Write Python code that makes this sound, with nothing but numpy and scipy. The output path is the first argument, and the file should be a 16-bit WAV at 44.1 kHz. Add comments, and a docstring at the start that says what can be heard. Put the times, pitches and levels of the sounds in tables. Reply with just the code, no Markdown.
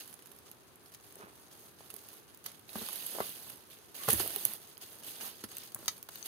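"""Hands and a knife work in stony soil under dry leaves, close by, over the low murmur of an open slope.
At first light pushes make leaves and grit crackle, and twigs snap. From about 2.7 s a stone is prised
out, scraping and knocking on its neighbours as clods crumble. At 4.1 s it drops into the litter with
a burst of snaps and a low boom. The rustling goes on, pebbles tick, and near 5.9 s the blade clinks
hard on rock. Rocks and brush scatter a faint tail after each sound."""
import sys
import numpy as np
from scipy import signal
from scipy.fft import rfft, irfft
from scipy.io import wavfile
from scipy.ndimage import uniform_filter1d

SR = 44100
rng = np.random.default_rng(int(sys.argv[2]) if len(sys.argv) > 2 else 0)


def pcm_store(signal):
    """Save signal as 16-bit PCM."""
    levels = np.round(np.clip(np.atleast_2d(signal), -1, 1) * 32767)
    wavfile.write(sys.argv[1], SR, levels.astype(np.int16).T)


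N = 276671
TIME = np.arange(N) / SR
HIT = TIME[:8192]  # seconds since a blow
SIDES = np.array([[1], [-1]])  # left, right
TOP_HZ = 15900


def undb(db):
    """Decibels to gain."""
    return 10 ** (np.asarray(db) / 20)


def unit(x):
    """Scale to rms 1."""
    return x / np.sqrt(np.mean(x ** 2))


def unit_hit(x):
    """Scale a blow to the energy of 3.5 ms at rms 1."""
    return x / np.sqrt(np.mean(np.sum(x ** 2, axis=-1)) / (.0035 * SR))


def pan(db):
    """Constant-power gains for a balance of left minus right dB."""
    gains = undb(SIDES * db / 2)
    return gains / np.sqrt(np.mean(gains ** 2, axis=0))


def lag_left(x, samples=14):
    """Mono to stereo, reaching the right side first."""
    return np.array([np.r_[np.zeros(samples), x[:-samples]], x])


def add(track, start_s, sound):
    """Mix a sound in at its cue."""
    start = max(int(start_s * SR), 0)
    track[:, start:start + sound.shape[-1]] += sound[..., :N - start]


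def colour(x, points, size=2048):
    """Minimum-phase EQ through (freq_hz, gain_db) points."""
    hz, db = np.transpose(points)
    bins_hz = np.arange(size + 1) * SR / (2 * size)
    log_gain = np.log(undb(np.interp(np.log(bins_hz + 1), np.log(hz), db)))
    cepstrum = irfft(log_gain)[:size] * np.r_[1, np.full(size - 1, 2)]
    response = irfft(np.exp(rfft(cepstrum, 2 * size)))[:size]
    return np.apply_along_axis(lambda row: signal.fftconvolve(row, response)[:len(row)], -1, x)


def drift(rate):
    """Smooth random modulation: levels held 1 / rate s and slewed twice."""
    hold = int(SR / rate)
    steps = np.repeat(rng.standard_normal(N // hold + 1), hold)
    return 0.45 * uniform_filter1d(uniform_filter1d(steps, hold), hold)[:N]


def wide_noise(side_db):
    """Noise for one hit, mostly centred."""
    mid, side = rng.standard_normal((2, len(HIT)))
    return mid + undb(side_db) * SIDES * side


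def ring(modes, detune=0.043):
    """A body rings in (pitch_hz, level_db, t60_s) modes; each blow shifts their strength and tuning."""
    return sum(undb(db + 2 * rng.standard_normal()) * np.exp(-np.log(1000) * HIT / t60)
               * np.sin(2 * np.pi * hz * (1 + detune * rng.standard_normal()) * HIT)
               for hz, db, t60 in modes)


def burst(rise_s, decay_s, tail_db, tail_s):
    """Something brittle gives way: a spike of noise with a brief shiver after it."""
    attack = 1 - np.exp(-(HIT / rise_s) ** 2)
    decay = np.exp(-HIT / decay_s) + undb(tail_db) * np.exp(-HIT / tail_s)
    return attack * decay * wide_noise(side_db=-4)


# Tone of the outdoor bed: freq_hz, gain_db
AIR_EQ = [(20, -48), (40, -11), (65, -7.5), (110, -1.5), (230, -6), (290, -4), (400, 0), (550, -11.5),
          (1200, -11), (2000, -17.5), (4000, -19.5), (7500, -31.5), (11000, -19), (16000, -33)]


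def air():
    """Low, centred murmur of the open hillside under a thin, wide hiss."""
    mid, side = colour(rng.standard_normal((2, N)), AIR_EQ)
    side = colour(side, [(100, -1.5), (400, -4.5), (1200, 0.0), (3000, 0.5)])
    return unit(mid + SIDES * side) * undb(-61 + 0.14 * drift(5.2))


def slope_reverb(x, wet_db, t60_s=0.13):
    """Rocks and brush scatter a faint, short tail."""
    tail = rng.standard_normal((2, len(HIT))) * np.exp(-np.log(1000) * HIT / t60_s) * (HIT > .004)
    tail /= np.sqrt(np.sum(tail ** 2, axis=1, keepdims=True))
    return x + undb(wet_db) * signal.fftconvolve(x, tail, axes=1)[:, :N]


# Clods breaking up and trickling: start_s, length_s, level_db, centre_pitch_hz, pan_db
CLODS = [(2.757, 0.084, -59, 1860, -2), (3.593, 0.046, -68, 3520, -6), (3.699, .035, -59, 3600, -9),
         (3.74, .04, -64, 3460, -6), (3.943, 0.018, -55.5, 3200, -8), (3.986, 0.07, -55.5, 2040, 2),
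         (4.097, 0.065, -50, 1980, 0), (4.174, .06, -52.5, 2070, -1), (4.243, .12, -62.5, 2000, -5),
         (4.457, 0.077, -59, 1970, -2), (5.6, 0.043, -56, 4030, -4)]


def crumbling_clods(crumbs_per_s=700, ring_s=.0013, spread_octaves=.33, spread_db=3.5):
    """A clod falls apart into a shower of crumbs, each ticking at its own pitch and place."""
    out = np.zeros((2, N))
    t = HIT[:512]
    envelope = np.exp(-t / ring_s) - np.exp(-10 * t / ring_s)
    for start_s, length_s, db, hz, pan_db in CLODS:
        count = max(int(crumbs_per_s * length_s), 1)
        octave, size, place = rng.standard_normal((3, count))
        gains = unit(undb(spread_db * size)) * undb(db) * np.sqrt(4 / (crumbs_per_s * ring_s))
        for k, when in enumerate(start_s + length_s * rng.random(count)):
            cycles = hz * 2 ** (spread_octaves * octave[k]) * t + rng.random((2, 1))
            tick = np.sin(2 * np.pi * cycles) * envelope
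            add(out, when, gains[k] * pan(pan_db + 2 * place[k]) * tick)
    return out


# Scrapes and scuffs: stone or blade dragged, or a foot shifting in the soil:
# middle_s, length_s, level_db, pitch_hz, width_hz, pan_db
SCRAPES_AND_SCUFFS = [(1.233, 0.18, -58, 420, 600, 0), (1.272, .09, -59, 1000, 1000, -9),
                      (1.225, 0.067, -52, 1180, 900, -5.5), (2.789, 0.1, -56, 1370, 690, 0),
                      (2.79, 0.11, -55.5, 403, 119, -3), (3.158, 0.083, -48.5, 454, 380, -1.5),
                      (4.039, 0.11, -53, 1150, 150, -2), (4.095, 0.054, -41, 1890, 300, -3),
                      (4.282, 0.13, -57.5, 826, 600, 0), (4.229, 0.2, -57, 107, 88, 1),
                      (4.23, 0.19, -52, 380, 250, 0), (4.826, 0.051, -56.5, 3620, 2600, 3),
                      (5.089, 0.055, -54.5, 3090, 1300, -10), (5.267, 0.11, -54.5, 980, 700, -16),
                      (5.207, 0.025, -51, 1780, 1200, -11), (5.304, 0.056, -56, 3880, 2400, -6),
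                      (5.801, 0.17, -58, 130, 160, -23)]


def scrapes():
    """Rubbing surfaces stick and slip at uneven moments; the slips drive one broad resonance."""
    out = np.zeros((2, N))
    for middle_s, length_s, db, hz, width_hz, pan_db in SCRAPES_AND_SCUFFS:
        slips = rng.standard_normal(len(HIT)) * (rng.random(len(HIT)) < hz / SR)  # about one a cycle
        b, a = signal.iirpeak(hz, hz / (1.2 * width_hz), fs=SR)
        rasp = unit(signal.lfilter(b, a, signal.lfilter(b, a, slips)))
        pressure = np.sin(np.pi * np.minimum(HIT / length_s, 1))
        add(out, middle_s - length_s / 2, undb(db) * pan(pan_db) * lag_left(pressure * rasp))
    return out


# Pebbles touching each other: start_s, level_db, pitch_hz, pan_db
PEBBLE_TICKS = [(2.6929, -46, 3950, -10), (4.364, -43.5, 2790, 0), (4.7712, -51, 4550, -18),
                (5.569, -46, 6550, 8), (5.571, -48, 2740, -1), (5.6, -57, 5270, 3), (5.633, -56, 4750, -4),
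                (6.158, -49, 4360, 17.5), (6.2271, -39.5, 6400, 17)]


def pebbles():
    """A small stone ticks with a few close, quickly damped modes."""
    out = np.zeros((2, N))
    for start_s, db, hz, pan_db in PEBBLE_TICKS:
        tick = ring([(hz * 0.96, -4, .008), (hz, 0, .012), (hz * 0.687, -3, .012)])
        add(out, start_s, undb(db) * pan(pan_db) * unit_hit(lag_left(tick)))
    return out


# The left and right microphones' colour on the crackling leaves and twigs: freq_hz, left_db, right_db
MIC_EQ = [(1460, -6, -9), (2250, -14, -11), (3000, -14.5, -6), (3480, -14, -7), (4620, -7.5, -6.5),
          (5680, -11.5, -11), (6620, -2, -13.5), (7140, -17, -15), (8400, -6, -29.5), (9810, -12, -0.5),
          (11730, -11, 5), (12930, -19, -2), (15450, -1, -0.5), (16050, -19.5, -34)]


def mic_band(x, lo_hz, hi_hz):
    """One band of a sound, coloured differently by the left and right microphones at equal power."""
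    eq = np.array(MIC_EQ)
    bandpass = signal.butter(4, [lo_hz, min(hi_hz, TOP_HZ)], "band", fs=SR, output="sos")
    band = signal.sosfilt(bandpass, signal.unit_impulse(256))
    response = np.array([colour(band, eq[:, [0, side]], size=256) for side in (1, 2)])
    response /= np.linalg.norm(response, axis=1, keepdims=True)
    return signal.oaconvolve(x, response, axes=1)[:, :N]


def fractures(rate, spread_db, grain_s, direct):
    """Tiny breaks, many weak and few strong; each is a noise grain, partly direct, partly scattered."""
    sizes = undb(spread_db * np.minimum(rng.exponential(size=N), 4)) * (rng.random(N) < rate / SR)
    envelope = np.sqrt(signal.lfilter([1], [1, -np.exp(-2 / (grain_s * SR))], sizes ** 2))
    return envelope * (rng.standard_normal((2, N)) + direct * lag_left(rng.standard_normal(N)))


def fragments(rate, lo_hz, hi_hz, ring_s, spread_db, pitches):
    """Flakes and chips of many sizes: each ticks briefly at its own pitch, from its own place."""
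    out = np.zeros((2, N))
    for hz in np.geomspace(lo_hz, hi_hz, pitches) * rng.uniform(.97, 1.03, pitches):
        at = np.flatnonzero(rng.random(N) < rate / (pitches * SR))
        sizes = undb(spread_db * np.minimum(rng.exponential(size=len(at)), 3))
        taps = np.zeros((2, N))
        taps[:, at] = sizes * rng.standard_normal((2, len(at)))
        pole = np.exp(2j * np.pi * hz / SR - 1 / (ring_s * SR))
        out += signal.lfilter([0, pole.imag], [1, -2 * pole.real, abs(pole) ** 2], taps + 1e-18)
    return out


# Hand or knife pushing through the litter: start_s, length_s, leaf_db, grit_vs_leaf_db, pan_db
PUSHES = [(-.03, 0.033, -47, 1, -3.5), (0.034, 0.078, -56.5, -1, -5), (0.236, 0.13, -65, -1, -7),
          (0.441, 0.046, -62.5, 3.5, -4), (0.806, .14, -66, -5, -4), (1.012, .18, -62, 1, -3),
          (1.173, 0.059, -67.5, 3, -12), (1.286, .18, -64, 1, -3.5), (1.503, .18, -60, -1.5, -2.5),
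          (1.769, 0.11, -60.5, 0.5, -6), (1.88, .31, -58.5, 0, -3.5), (2.27, 0.037, -65.5, 2.5, -10),
          (2.432, .04, -51.5, 2, -5), (2.524, 0.022, -56.5, 0.5, -7), (2.671, 0.077, -53.5, 0, -4.5),
          (2.737, .54, -44, -2, -5.5), (3.277, .12, -49, -1.5, -4.5), (3.403, .13, -51, -2, -5.5),
          (3.552, .38, -64.5, 2.5, -5), (3.677, .06, -58.5, -0.5, -4), (3.937, 0.13, -46.5, -1.5, -4.5),
          (4.019, .06, -45, -5, -5), (4.07, 0.055, -30.5, -5.5, -4), (4.154, 0.066, -35, -5, -8.5),
          (4.225, .18, -42.5, -3.5, -5), (4.39, .15, -44.5, -3.5, -4.5), (4.587, 0.14, -58.5, 2, -3.5),
          (4.797, .04, -50, 0.5, -2), (4.863, 0.1, -54, -2.5, -3.5), (4.974, 0.058, -58.5, 0.5, -5),
          (5.023, .16, -51, 1, -3.5), (5.05, 0.0355, -44, -10, -2), (5.186, .09, -44, -2.5, -5),
          (5.311, 0.11, -59.5, 4, -3.5), (5.471, .21, -56, 2.5, -1), (5.765, 0.2, -55.5, -0.5, -1),
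          (6.097, .135, -55, 1.5, 0.5), (6.237, 0.033, -43.5, -1.5, -4)]


def stirring(attack_s=.025, settle_s=.036):
    """Leaf, grit and pan curves in dB: every push swells, holds and settles, and their powers add."""
    leaves, grit, lean = undb(-69) ** 2, undb(-66.5) ** 2, 0  # litter stirs under the kneeling weight
    for start_s, length_s, db, grit_db, pan_db in PUSHES:
        swell = np.clip((TIME - start_s) / attack_s, 0, 1)
        settle = np.exp(-np.maximum(TIME - start_s - length_s, 0) / settle_s)
        power = (undb(db) * swell * settle) ** 2
        leaves += power
        grit += power * undb(grit_db) ** 2
        lean += power * pan_db
    return 10 * np.log10(leaves), 10 * np.log10(grit), lean / leaves


# Dull tone of the earth under the leaves: freq_hz, gain_db
SOIL_EQ = [(35, -4), (65, -18), (130, -3.5), (220, 3), (400, 0.5), (700, 1), (1200, -5.5), (1800, -8),
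           (2600, -26)]


def soil(leaf_db):
    """The soil crumbles dully, swelling with the leaves stirred above it."""
    mid, side = fractures(300, spread_db=2.5, grain_s=0.015, direct=0)
    level_db = -60.5 + 0.55 * (leaf_db + 49)
    return undb(level_db) * unit(colour(mid + undb(-10) * SIDES * side, SOIL_EQ))


def rustle(leaf_db, grit_db, pan_db):
    """Harder stirring breaks more leaves and rubs more grit; gravel grinds only under a firm push."""
    rate = 480 * undb(.6 * (leaf_db + 56.5))  # breaks per second
    density = np.sqrt(rate)  # dividing by this keeps a busier texture at the same level
    tearing = unit(fractures(rate, spread_db=2.5, grain_s=.0022, direct=.8) / density)
    flakes = unit(fragments(3 * rate, 8000, 15000, ring_s=.0006, spread_db=2.2, pitches=16) / density)
    rubbing = unit(fractures(rate, spread_db=2.1, grain_s=.0055, direct=.61) / density)
    leaves = unit(mic_band(tearing + undb(-9) * rubbing + undb(-4.5) * flakes, 7500, TOP_HZ))
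    chips = fragments(2 * rate, 2600, 5000, ring_s=.002, spread_db=2.7, pitches=20) / density
    chips = unit(chips * undb(5 * drift(55)))  # grit gives way in uneven clumps
    crunch = undb(-7) * np.clip((grit_db + 61) / 9, 0, 1)  # fades in from -61 to -52 dB
    grinding = (rubbing + undb(-5.5) * tearing + crunch * chips) / np.hypot(1, crunch)
    grit = unit(mic_band(grinding, 1360, 9390))
    return pan(pan_db) * (undb(leaf_db) * leaves + undb(grit_db - 2.5) * grit)


def small_snap_cues(leaf_db, pan_db, snaps_per_s=13):
    """Lesser twigs give way at random, louder where the litter is pushed harder."""
    at = np.flatnonzero(rng.random(N) < snaps_per_s / SR)
    level_db = -55 + 0.64 * (leaf_db + 36.5)
    return [(TIME[i], level_db[i] - 2 * size, -11 + 3 * wood, pan_db[i] + 4 * place)
            for i, (size, wood, place) in zip(at, rng.standard_normal((len(at), 3)))]


# Featured snaps of leaf and twig: start_s, top_db, body_vs_top_db, pan_db
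SNAPS = [(.0765, -47, -10, -6), (.127, -50, -0.5, -4), (.1396, -44.5, -8, -10), (.19, -55, 0.5, -1),
         (.222, -54, -1, -8), (.2575, -52, 0.5, -8), (.2705, -52, -4, -6.5), (.316, -47.5, -3.5, -8),
         (.363, -55, -14, -10), (.387, -52.5, -5, -7), (.514, -45, -5.5, -5.5), (.7575, -54, -20, -11),
         (.859, -55.5, 1, -7), (.9195, -58.5, 6.5, -4), (.9385, -51, -1, 0), (.946, -49, 2, -2),
         (1.1238, -50.5, -16, -3), (1.1558, -49, -10, -2), (1.2057, -58, 1, -2), (1.512, -58.5, 3, -4),
         (1.526, -60, 5, -2), (1.604, -62, 2, -2), (1.6605, -58.5, 5, 1), (1.837, -63, 4, -3.5),
         (1.9022, -43, -3.5, -9), (1.907, -51, -1, -9), (1.9402, -40.5, -12, -13), (1.9632, -41.5, -7, -13),
         (1.9835, -57, -1, -14), (2.0865, -48, -5, -4), (2.1296, -49, -16, -2), (2.3464, -49, -18, -6.5),
         (2.373, -52.5, -6, -4), (2.441, -49.5, -8, 1), (2.5162, -51, 0, -3), (2.5935, -54, -3, -11),
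         (2.4628, -35, -8.5, -6), (2.7302, -50.5, 6, -10), (2.753, -50, 1, -11), (2.784, -41, -7, -13),
         (2.8733, -50, -8, -5), (2.886, -40, 2, -12), (2.9292, -36, -5, -12), (2.9575, -37.5, -6, -14),
         (3.0645, -34, -16, -7), (3.067, -36, -14, -5), (3.2925, -39, -8, -5), (3.4986, -42, -4, -6),
         (3.944, -52, 3, -14), (3.951, -44, -12, -13.5), (4.034, -42, 3.5, -7), (4.0855, -26.5, -1, -5),
         (4.1018, -24, -12, -9), (4.1055, -24, -11, -3), (4.1203, -36, -12, -14), (4.1303, -20, -12, -12),
         (4.1345, -25, -21, -3), (4.196, -37.5, 7, -1), (4.206, -33, 1, -14), (4.276, -30.5, -15, -15),
         (4.3605, -27, -10.5, -17), (4.4517, -18, -17, -11), (4.5355, -33.5, -12, -14),
         (4.7775, -45, -9, -9), (5.0341, -48.5, 0, 0), (5.2087, -46, 5, -2), (5.264, -42, -2, -3),
         (5.4385, -41.5, 5, -8), (5.515, -47.5, 1.5, -8), (5.55, -50, -8, -4), (5.5681, -38, -14, -3),
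         (5.5824, -37.5, -10, -3), (5.636, -46, -18, -1), (5.6517, -51, -14, -7), (5.674, -53, -2, 3),
         (5.7191, -51.5, 1, -5), (5.7463, -31.5, -16, 0.5), (5.858, -44, -4, -6), (5.979, -49, -5.5, -10),
         (6.0273, -40.5, -10, -4), (6.0885, -43, -2.5, -3), (6.1567, -42, -10, -1), (6.2598, -44, -11, -2)]


def twig_snaps(small_cues):
    """Dry fibres break: a crisp top over a slightly longer woody body, each in a colour of its own."""
    out = np.zeros((2, N))
    click = np.tile(signal.unit_impulse(256), (2, 1))
    crisp, woody = mic_band(click, 7380, TOP_HZ), mic_band(click, 810, 10000)
    for start_s, db, body_db, pan_db in list(SNAPS) + small_cues:
        decay_s = .00085 * undb(.9 * (body_db + 13.5))  # thicker wood tears for longer
        fibre_eq = np.c_[np.geomspace(1500, 16000, 16), 2.5 * rng.standard_normal(16)]
        top = burst(.0003, decay_s, tail_db=-33, tail_s=.004)
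        body = burst(.0003, 1.5 * decay_s, tail_db=-18, tail_s=.006)
        for layer, band, layer_db in (top, crisp, db), (body, woody, db + body_db):
            snap = signal.fftconvolve(colour(layer[:, :1536], fibre_eq, size=128), band, axes=1)
            snap = np.array([unit_hit(side) for side in snap])
            add(out, start_s, undb(layer_db) * pan(pan_db) * snap)
    return out


# Ring of the steel blade: pitch_hz, level_db, t60_s
BLADE_MODES = [(1289, -4, .045), (1770, -9, .035), (2320, -5, .025), (3105, -5, .055), (3800, 3, .03),
               (4535, 2, .03), (4810, 1, .04), (5160, -1, .03), (6050, 8, .011), (6310, 1, .035),
               (8355, -5, .03)]
# The blade striking rock: start_s, level_db, pan_db
BLADE_HITS = [(2.461, -41, -1), (5.4377, -50, 5), (5.8806, -24.5, -3), (5.889, -39, 16),
              (6.0873, -50.5, -1)]


def blade_clinks():
    """Steel chips the rock with a hard crack; the hand soon damps the blade's ring."""
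    out = np.zeros((2, N))
    crack_eq = [(200, -21), (900, -9), (1300, -0.5), (1600, -19), (2000, -0.5), (2550, -11), (3100, -8),
                (4600, 1.5), (5450, -7), (6150, 6.5), (7300, -14), (11700, -4), (16000, -19)]
    for start_s, db, pan_db in BLADE_HITS:
        chip = burst(rise_s=0.00041, decay_s=0.0037, tail_db=-19, tail_s=0.0066)
        crack = unit_hit(colour(chip, crack_eq))
        blade = unit_hit(lag_left(ring(BLADE_MODES, detune=.002), samples=4))
        add(out, start_s, undb(db) * pan(pan_db) * (crack + undb(-1.5) * blade))
    return out


# Low ring of the hollow ground: pitch_hz, level_db, t60_s
GROUND_MODES = [(73.2, 3.5, 0.22), (103.7, -3, 0.39)]


def ground_boom(start_s, level_db):
    """The ground rings low and briefly as the dropped stone settles with its full weight."""
    out = np.zeros((2, N))
    t = TIME[:SR // 2]
    attack = 1 - np.exp(-t / 0.0053)
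    boom = sum(undb(db) * np.exp(-np.log(1000) * t / t60) * np.sin(2 * np.pi * hz * t)
               for hz, db, t60 in GROUND_MODES)
    add(out, start_s, undb(level_db) * attack * boom)
    return out


# Tone of loose crumbs rattling: freq_hz, gain_db
RATTLE_EQ = [(35, -38), (90, -30), (220, -9), (450, -2.5), (1200, 5), (1800, -2.5), (2800, -15.5)]
# Ring of the stone: pitch_hz, level_db, t60_s
STONE_MODES = [(423, -6, 0.097), (800, -28, 0.062), (1010, -3, 0.087), (1158, 17, 0.14), (1720, -14, .05),
               (2004, 6, 0.11)]
# Dull blows of stone on stone and earth:
# start_s, strength_db, contact_hz, thump_vs_contact_db, thump_hz, rattle_vs_contact_db
STONE_HITS = [(1.167, -48, 420, -19, 380, -8), (1.198, -53.5, 443, 12, 390, 2),
              (1.2335, -50, 518, 4.5, 201, -3), (1.8064, -48, 610, -17, 303, -8),
              (1.936, -60.5, 396, 15, 400, -6), (2.7549, -38.5, 490, 7, 206, 4.5),
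              (2.783, -47, 403, 2, 220, -8), (2.815, -45, 480, 8.5, 220, 4),
              (2.8873, -44, 1100, -17, 218, 0), (3.1534, -47, 470, 3, 427, 4),
              (3.185, -33, 600, -16, 392, -5), (3.2029, -24, 510, -7, 402, -7),
              (4.08, -37, 453, 12, 135, 8), (4.0858, -26, 646, 3, 432, -1.5),
              (4.1282, -36, 365, 6.5, 208, -1), (4.135, -42, 700, 10.5, 339, -5),
              (4.2, -36.5, 980, 6.5, 386, -3), (4.258, -44.5, 496, 2, 690, 1),
              (4.362, -46.5, 472, 10.5, 419, -7), (4.454, -46.5, 480, 0, 128, 3),
              (5.4376, -36, 304, -4, 208, -12), (5.759, -49.5, 630, -7, 147, 7),
              (5.787, -54, 404, 5, 318, 2), (5.828, -48.5, 420, -9, 225, -2), (5.88, -57, 610, -17, 303, 0),
              (6.0893, -44, 860, -16, 299, -7)]


def stone_knocks():
    """A cushioned contact pushes the air out and back once; stone and earth ring on, crumbs rattle."""
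    out = np.zeros((2, N))
    for start_s, db, hz, thump_db, thump_hz, rattle_db in STONE_HITS:
        swing = (np.pi * (hz * HIT - 0.8)) ** 2
        contact = unit_hit((1 - 2 * swing) * np.exp(-swing))
        rattle = unit_hit(colour(wide_noise(side_db=-7) * np.exp(-HIT / 0.008), RATTLE_EQ))
        earth = ring([(thump_hz, 0, .065), (thump_hz * 1.807, -6, .045), (thump_hz / 2, -12, .06)])
        thump = unit_hit(earth * (1 - np.exp(-2 * HIT * thump_hz)))
        stone = unit_hit(lag_left(ring(STONE_MODES, detune=.004)))
        stone_db = -12 + 3 * np.log2(hz / 500) + 0.38 * (db + 49.5)  # sharper, harder blows ring more
        knock = contact + undb(stone_db) * stone + undb(thump_db) * thump + undb(rattle_db) * rattle
        add(out, start_s, undb(db - 4) * knock)
    return out


def scene():
    """All the digging, scattered by the slope, over the outdoor bed."""
    leaf_db, grit_db, pan_db = stirring()
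    digging = rustle(leaf_db, grit_db, pan_db) + soil(leaf_db) + scrapes() + pebbles() + crumbling_clods()
    digging += stone_knocks() + ground_boom(start_s=4.122, level_db=-38) + blade_clinks()
    twigs = twig_snaps(small_snap_cues(leaf_db, pan_db))
    return slope_reverb(digging, wet_db=-12) + slope_reverb(twigs, wet_db=-12.5) + air()


def record(dry):
    """A steep low cut leaves only a trace of the deep bass; a steep high cut trims the top."""
    low_cut = signal.butter(8, 58, "high", fs=SR, output="sos")
    high_cut = signal.ellip(8, .2, 70, TOP_HZ, fs=SR, output="sos")
    return signal.sosfilt(high_cut, signal.sosfilt(low_cut, dry) + undb(-39.5) * dry)


dry = scene()
out = record(dry)
pcm_store(out)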